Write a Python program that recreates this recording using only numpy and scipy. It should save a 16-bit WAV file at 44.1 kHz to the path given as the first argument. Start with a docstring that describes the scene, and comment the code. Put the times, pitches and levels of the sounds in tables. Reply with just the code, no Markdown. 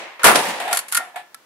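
"""An outdoor range, just behind the shooter: one rifle shot, while an earlier one dies away.
Hands tap the stock, the hammer falls and the muzzle blast overloads the microphone.
The tyre wall and the earth bank reflect the blast, and the range reverberates in a long roll.
The lever slides open with hollow knocks and clanks shut, each impact exciting modes of the steel;
a few more knocks follow, and a latch clicks."""
import sys
import numpy as np
from scipy import signal
from scipy.fft import rfft, irfft
from scipy.io import wavfile
from scipy.ndimage import uniform_filter1d

SR = 44100
rng = np.random.default_rng(int(sys.argv[2]) if len(sys.argv) > 2 else 0)


def transcribe(signal):
    """Save signal, clipped to [-1, 1], as a 16-bit WAV file at the path in sys.argv[1]."""
    frames = np.atleast_2d(signal).T
    limited = np.clip(frames, -1, 1)
    pcm = np.round(limited * 32767).astype(np.int16)
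    wavfile.write(sys.argv[1], SR, pcm)


N = 63945
T, HZ = np.arange(N) / SR, np.fft.rfftfreq(N, 1 / SR)
RIFLE_LOW_HZ = 930  # the rifle radiates little below this

# likeness of the noise at the two microphones (frequency [Hz], correlation [ratio])
COHERENCE = [(40, -0.37), (150, 1), (600, 0.55), (1200, 0.46), (2200, 0.014), (4200, -0.014),
             (8000, -0.043), (13000, 0.35)]
# noise spectra (frequency [Hz], relative spectral density [dB])
EARLIER_SPECTRUM = [(60, -28), (400, -6), (750, 0), (1400, -6.5), (2100, -2), (5000, -16.5), (9000, -23),
                    (15500, -47)]
AIR_SPECTRUM = [(25, -44.5), (284, -11), (1200, -10), (15500, -28)]
TAP_SPECTRUM = [(90, -48), (270, -11.5), (750, 3.5), (2200, 0.5), (4500, -15), (16000, -33.5)]
SNAP_SPECTRUM = [(300, -19), (1000, 0.5), (2000, -1.5), (6000, -5.5), (8000, -1), (11300, 1), (13000, -12),
                 (16000, -20.5)]
BLAST_SPECTRUM = [(15, -50.5), (25, -17), (173, -19.5), (227, -12), (281, -10), (703, -2), (1400, -2),
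                  (1750, -4), (4380, -16), (9050, -20), (15500, -26.5)]
ZING_SPECTRUM = [(9300, -43.5), (9420, -5), (9650, -15), (10150, -12), (10400, -47)]
ROLL_SPECTRUM = [(35, -66), (188, -14), (417, -12), (577, -3), (653, -10), (903, -3), (1350, -13.5),
                 (1730, -8), (5860, -20.5), (9650, -22), (15500, -33.5)]
ECHO_SPECTRUM = [(40, -53), (150, -10), (300, -15), (700, 0.5), (1100, -2.5), (3700, -8.5), (7000, -16),
                 (10400, -11.5), (15500, -38)]
SCRAPE_SPECTRUM = [(450, -2.5), (750, 7.5), (1200, 0.5), (2100, 3.5), (3600, -2.5), (6000, -18.5),
                   (8300, -7.5), (13000, -16.5), (16000, -29)]
# time each band takes to fall by 60 dB (frequency [Hz], t60 [s])
EARLIER_DECAY = [(200, 0.35), (2000, 1), (10000, 0.33)]
BLAST_DECAY = [(60, 0.049), (250, 0.52), (1200, 0.35), (5000, .17), (14000, 0.18)]
ROLL_DECAY = [(60, 0.8), (200, 0.77), (2000, 1.29), (6000, 0.77), (14000, 0.33)]
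SCRAPE_DECAY = [(1500, 0.23), (10000, 0.18)]
# normal modes of the rifle's parts (frequency [Hz], relative level [dB], t60 [s])
RECEIVER_MODES = [(1349, -13.5, .125), (1407, 7, 0.044), (1534, -17, 0.068), (1840, -12, 0.16),
                  (2096, -10.5, 0.08)]
SMALL_PART_MODES = [(4450, -6, 0.076), (7140, -3, 0.065), (10070, 7.5, 0.02), (11500, -3.5, .05)]
CAVITY_MODES = [(693, -5, 0.19), (724.6, 3.5, 0.14), (784, -7, 0.2), (820, -10.5, 0.19), (945, -5, 0.11),
                (1376, -18, 0.33), (1730, -13, 0.35), (1890, -12.5, 0.15), (2220, -14, 0.15),
                (2540, -20, 0.17), (3620, -20, 0.16)]
STOCK_MODES = [(254, -42, 0.11)]
LATCH_MODES = [(1338, -35, 0.076), (1690, -39, 0.051)]
# taps and scuffs of handling (time [s], level [dB], t60 [s])
HAND_TAPS = [(0.1944, -29.5, 0.19), (.217, -30, 0.14), (.983, -31.5, 0.42)]
# impacts of hammer and lever (time [s], snap level [dB], receiver level [dB], snap t60 [s])
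STEEL_IMPACTS = [(0.2333, -19, -11, 0.027), (0.6007, -34, -36, .05), (0.729, -14, -16.5, 0.06),
                 (.747, -22, -41, 0.09), (0.76, -26.5, -28, 0.11), (0.772, -14, -51.5, 0.046),
                 (0.7896, -19.5, -41.5, 0.068), (.883, -34.5, -57, 0.16), (.917, -33.5, -55, 0.089),
                 (0.9237, -19.5, -37, 0.13), (0.932, -43, -24, .04), (0.9474, -18, -39, 0.046),
                 (0.951, -16, -18, 0.066), (.968, -17, -39, 0.076), (0.9726, -13.5, -11.5, 0.04),
                 (1.003, -47, -24.5, .06)]
# returns from the tyre wall and the bank (time [s], level [dB], t60 [s])
REFLECTIONS = [(.344, -13, 0.23), (0.356, -5.5, 0.032), (0.387, -18.5, 0.085)]
# knocks inside the action (time [s], ring level [dB], scrape level [dB])
CAVITY_KNOCKS = [(.601, -26.5, -25), (.678, -21.5, -27.5), (.712, -25.5, -24.5), (.729, -24.5, -25),
                 (1.005, -28.5, -51), (1.070, -40.5, -56), (1.142, -37, -61), (1.159, -25.5, -30)]


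def amp(db):
    """The decibel scale: level to amplitude ratio."""
    return 10 ** (np.asarray(db) / 20)


def read(points, hz):
    """Interpolation of a table on a log-frequency axis."""
    frequencies, values = np.transpose(points)
    return np.interp(np.log(hz + 1), np.log(frequencies + 1), values)


def add(mix, start_s, sound):
    """Superposition of a delayed sound on the mix."""
    start = max(round(start_s * SR), 0)
    mix[:, start:] += sound[:, :N - start]


def rise(seconds):
    """Linear onset to full amplitude."""
    return np.minimum(T / seconds, 1)


def fade(t, t60):
    """Exponential damping: 60 dB in t60 seconds."""
    return np.exp(-np.log(1000) * t / t60)


def noise(spectrum, ripple=1):
    """Partial coherence: coloured noise of unit level, partly alike in both microphones."""
    mid, side = rfft(rng.standard_normal((2, N)))
    correlation = np.clip(read(COHERENCE, HZ), -.99, .99)
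    mid, side = mid * np.sqrt(1 + correlation), side * np.sqrt(1 - correlation)
    x = irfft(np.array([mid + side, mid - side]) * amp(read(spectrum, HZ)) * ripple, N)
    return x / x.std()


def die_away(x, t60s, hold_s=0):
    """Frequency-dependent damping: after a hold, each band decays at its own rate."""
    hz, t, bands = signal.stft(x, SR, nperseg=512)
    bands = bands * fade(np.maximum(t - hold_s, 0), read(t60s, hz)[:, None])
    return signal.istft(bands, SR, nperseg=512)[1][:, :N]


def ring(modes, uneven_db=0):
    """Free vibration: damped modes reach the two microphones slightly out of phase."""
    out = np.zeros((2, N))
    for hz, db, t60 in modes:
        lead_rad = 0.21 * rng.choice([-1, 1]) * np.array([[1], [-1]])
        strength = amp(db + uneven_db * rng.uniform(-1.2, 1))
        out += strength * fade(T, t60) * np.sin(2 * np.pi * hz * T + lead_rad)
    return out


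def unevenness(depth_db, size):
    """Interference of many reflections or resonances, modelled as a smooth random gain."""
    x = uniform_filter1d(uniform_filter1d(rng.standard_normal(N), size), size)
    gain = amp(depth_db * x / x.std())
    return gain / np.sqrt(np.mean(gain ** 2))


def low_cut(x, hz):
    """Radiation efficiency: small objects give out little bass."""
    return signal.sosfilt(signal.butter(2, hz, btype="high", fs=SR, output="sos"), x)


def outdoors(x, wet_db, t60, top_hz=6930):
    """Diffuse scattering from the ground and fences adds a dull tail."""
    tail = rng.standard_normal((2, N)) * fade(T, t60) * rise(0.013)
    tail = signal.lfilter(*signal.butter(1, top_hz, fs=SR), tail / np.linalg.norm(tail[0]))
    return x + amp(wet_db) * signal.fftconvolve(x, tail, axes=1)[:, :N]


def background():
    """Reverberant decay of an earlier shot, over the ambient noise of still air."""
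    earlier_shot = die_away(noise(EARLIER_SPECTRUM), EARLIER_DECAY, hold_s=0.0082)
    return amp(-32.5) * earlier_shot + amp(-55) * noise(AIR_SPECTRUM)


def handling():
    """Damped impact: hands on the stock give dull taps that do not ring."""
    out = np.zeros((2, N))
    for start_s, db, t60 in HAND_TAPS:
        add(out, start_s, amp(db) * noise(TAP_SPECTRUM) * fade(T, t60) * rise(0.001))
    return out


def snap(t60, bounce_s, ripple=1):
    """Elastic collision of steel on steel: a contact, one rebound and a brief rattle."""
    contacts = amp(-7) * sum((T >= s) * fade(abs(T - s), .009) for s in (0, bounce_s))
    return low_cut(noise(SNAP_SPECTRUM, ripple) * (fade(T, t60) + contacts), RIFLE_LOW_HZ)


def action():
    """Impact excitation: hammer and lever ring the small parts, and the receiver's clank builds up."""
    out = np.zeros((2, N))
    build_up = rise(0.0045)
    receiver = ring(RECEIVER_MODES) * build_up
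    ripple = unevenness(0.5, size=160)[:len(HZ)]  # many small resonances colour the snaps
    for start_s, snap_db, receiver_db, t60 in STEEL_IMPACTS:
        parts = amp(-10) * low_cut(ring(SMALL_PART_MODES, uneven_db=6), RIFLE_LOW_HZ)
        contact = snap(t60, bounce_s=0.0033, ripple=ripple)
        add(out, start_s, amp(snap_db) * (contact + parts) + amp(receiver_db) * receiver)
    add(out, 0.98, ring(STOCK_MODES) * build_up)  # the stock thuds as the lever comes home
    latch_click = amp(-29.5) * snap(t60=0.017, bounce_s=0.0031)
    add(out, 1.3452, latch_click + low_cut(ring(LATCH_MODES), RIFLE_LOW_HZ))
    return outdoors(out, wet_db=-16, t60=0.33)


def muzzle_blast():
    """A pressure pulse scattered by ground and benches, with a bright crack and a thin metallic zing."""
    blast = amp(-7) * die_away(noise(BLAST_SPECTRUM), BLAST_DECAY, hold_s=0.048)
    blast *= unevenness(0.76, size=120)
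    crack = amp(-7) * noise(SNAP_SPECTRUM) * fade(T, 0.21)
    zing = amp(-19) * noise(ZING_SPECTRUM) * fade(T, 0.56)
    return (blast + crack + zing) * rise(0.002)


def range_roll():
    """Reverberation of the range: it swells, holds, then dies band by band."""
    roll = amp(-23.5) * die_away(noise(ROLL_SPECTRUM), ROLL_DECAY, hold_s=0.25)
    return roll * unevenness(1.0, size=240) * rise(0.071)


def echoes():
    """Reflection: the tyre wall and the bank return the blast after their travel times."""
    out = np.zeros((2, N))
    for start_s, db, t60 in REFLECTIONS:
        rise_s = 0.057 * t60
        envelope = np.minimum(T / rise_s, fade(abs(T - rise_s), t60))
        add(out, start_s, amp(db) * noise(ECHO_SPECTRUM) * envelope)
    add(out, 0.27, noise(SNAP_SPECTRUM) * fade(T, 0.006))  # a bright slap leads the returns
    return out


def hollow_knocks(detune=0.017):
    """Cavity resonance: the lever unlocks and slides, and loose parts knock in the hollow action."""
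    out = lever_slide()
    for start_s, ring_db, scrape_db in CAVITY_KNOCKS:
        # the modes shift a little with the point of contact
        modes = [(hz * (1 + detune * rng.uniform(-0.9, 1)), db, t60) for hz, db, t60 in CAVITY_MODES]
        cavity = ring(modes) * rise(0.0045)
        scrape = die_away(noise(SCRAPE_SPECTRUM), SCRAPE_DECAY)
        add(out, start_s, amp(ring_db) * cavity + amp(scrape_db) * scrape)
    return outdoors(low_cut(out, hz=420), wet_db=-12, t60=0.2)


def lever_slide(start_s=.603, end_s=0.739):
    """Sliding friction: steel rubs on steel, driving the cavity harder as the lever speeds up."""
    progress = (T - start_s) / (end_s - start_s)
    stroke = (progress > 0) * fade(np.maximum(T - end_s, 0), 0.11)
    slips = rng.standard_normal((1, N))
    hum = signal.fftconvolve(slips, ring(CAVITY_MODES), axes=1)[:, :N]
    drive = np.sqrt(np.clip(progress, 0, 1))
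    rub = amp(-33) * noise(SCRAPE_SPECTRUM) * unevenness(2.7, size=100)
    return stroke * (rub + amp(-27) * hum / hum.std() * drive)


def scene():
    """Superposition of all sources at the microphones."""
    shot = np.zeros((2, N))
    add(shot, 0.2408, muzzle_blast() + range_roll())
    return shot + echoes() + action() + handling() + hollow_knocks() + background()


def record(dry):
    """Saturation: the microphone rounds off the peaks, and a low-pass filter limits the band."""
    knee, edge_hz = .9, 15750
    excess = np.maximum(abs(dry) - knee, 0)
    rounded = np.clip(dry, -knee, knee) + np.sign(dry) * (1 - knee) * np.tanh(excess / (1 - knee))
    low_pass = signal.firwin(511, edge_hz, window=("kaiser", 7), fs=SR)
    return signal.oaconvolve(rounded, low_pass[None], "same")


dry = scene()
out = record(dry)
transcribe(out)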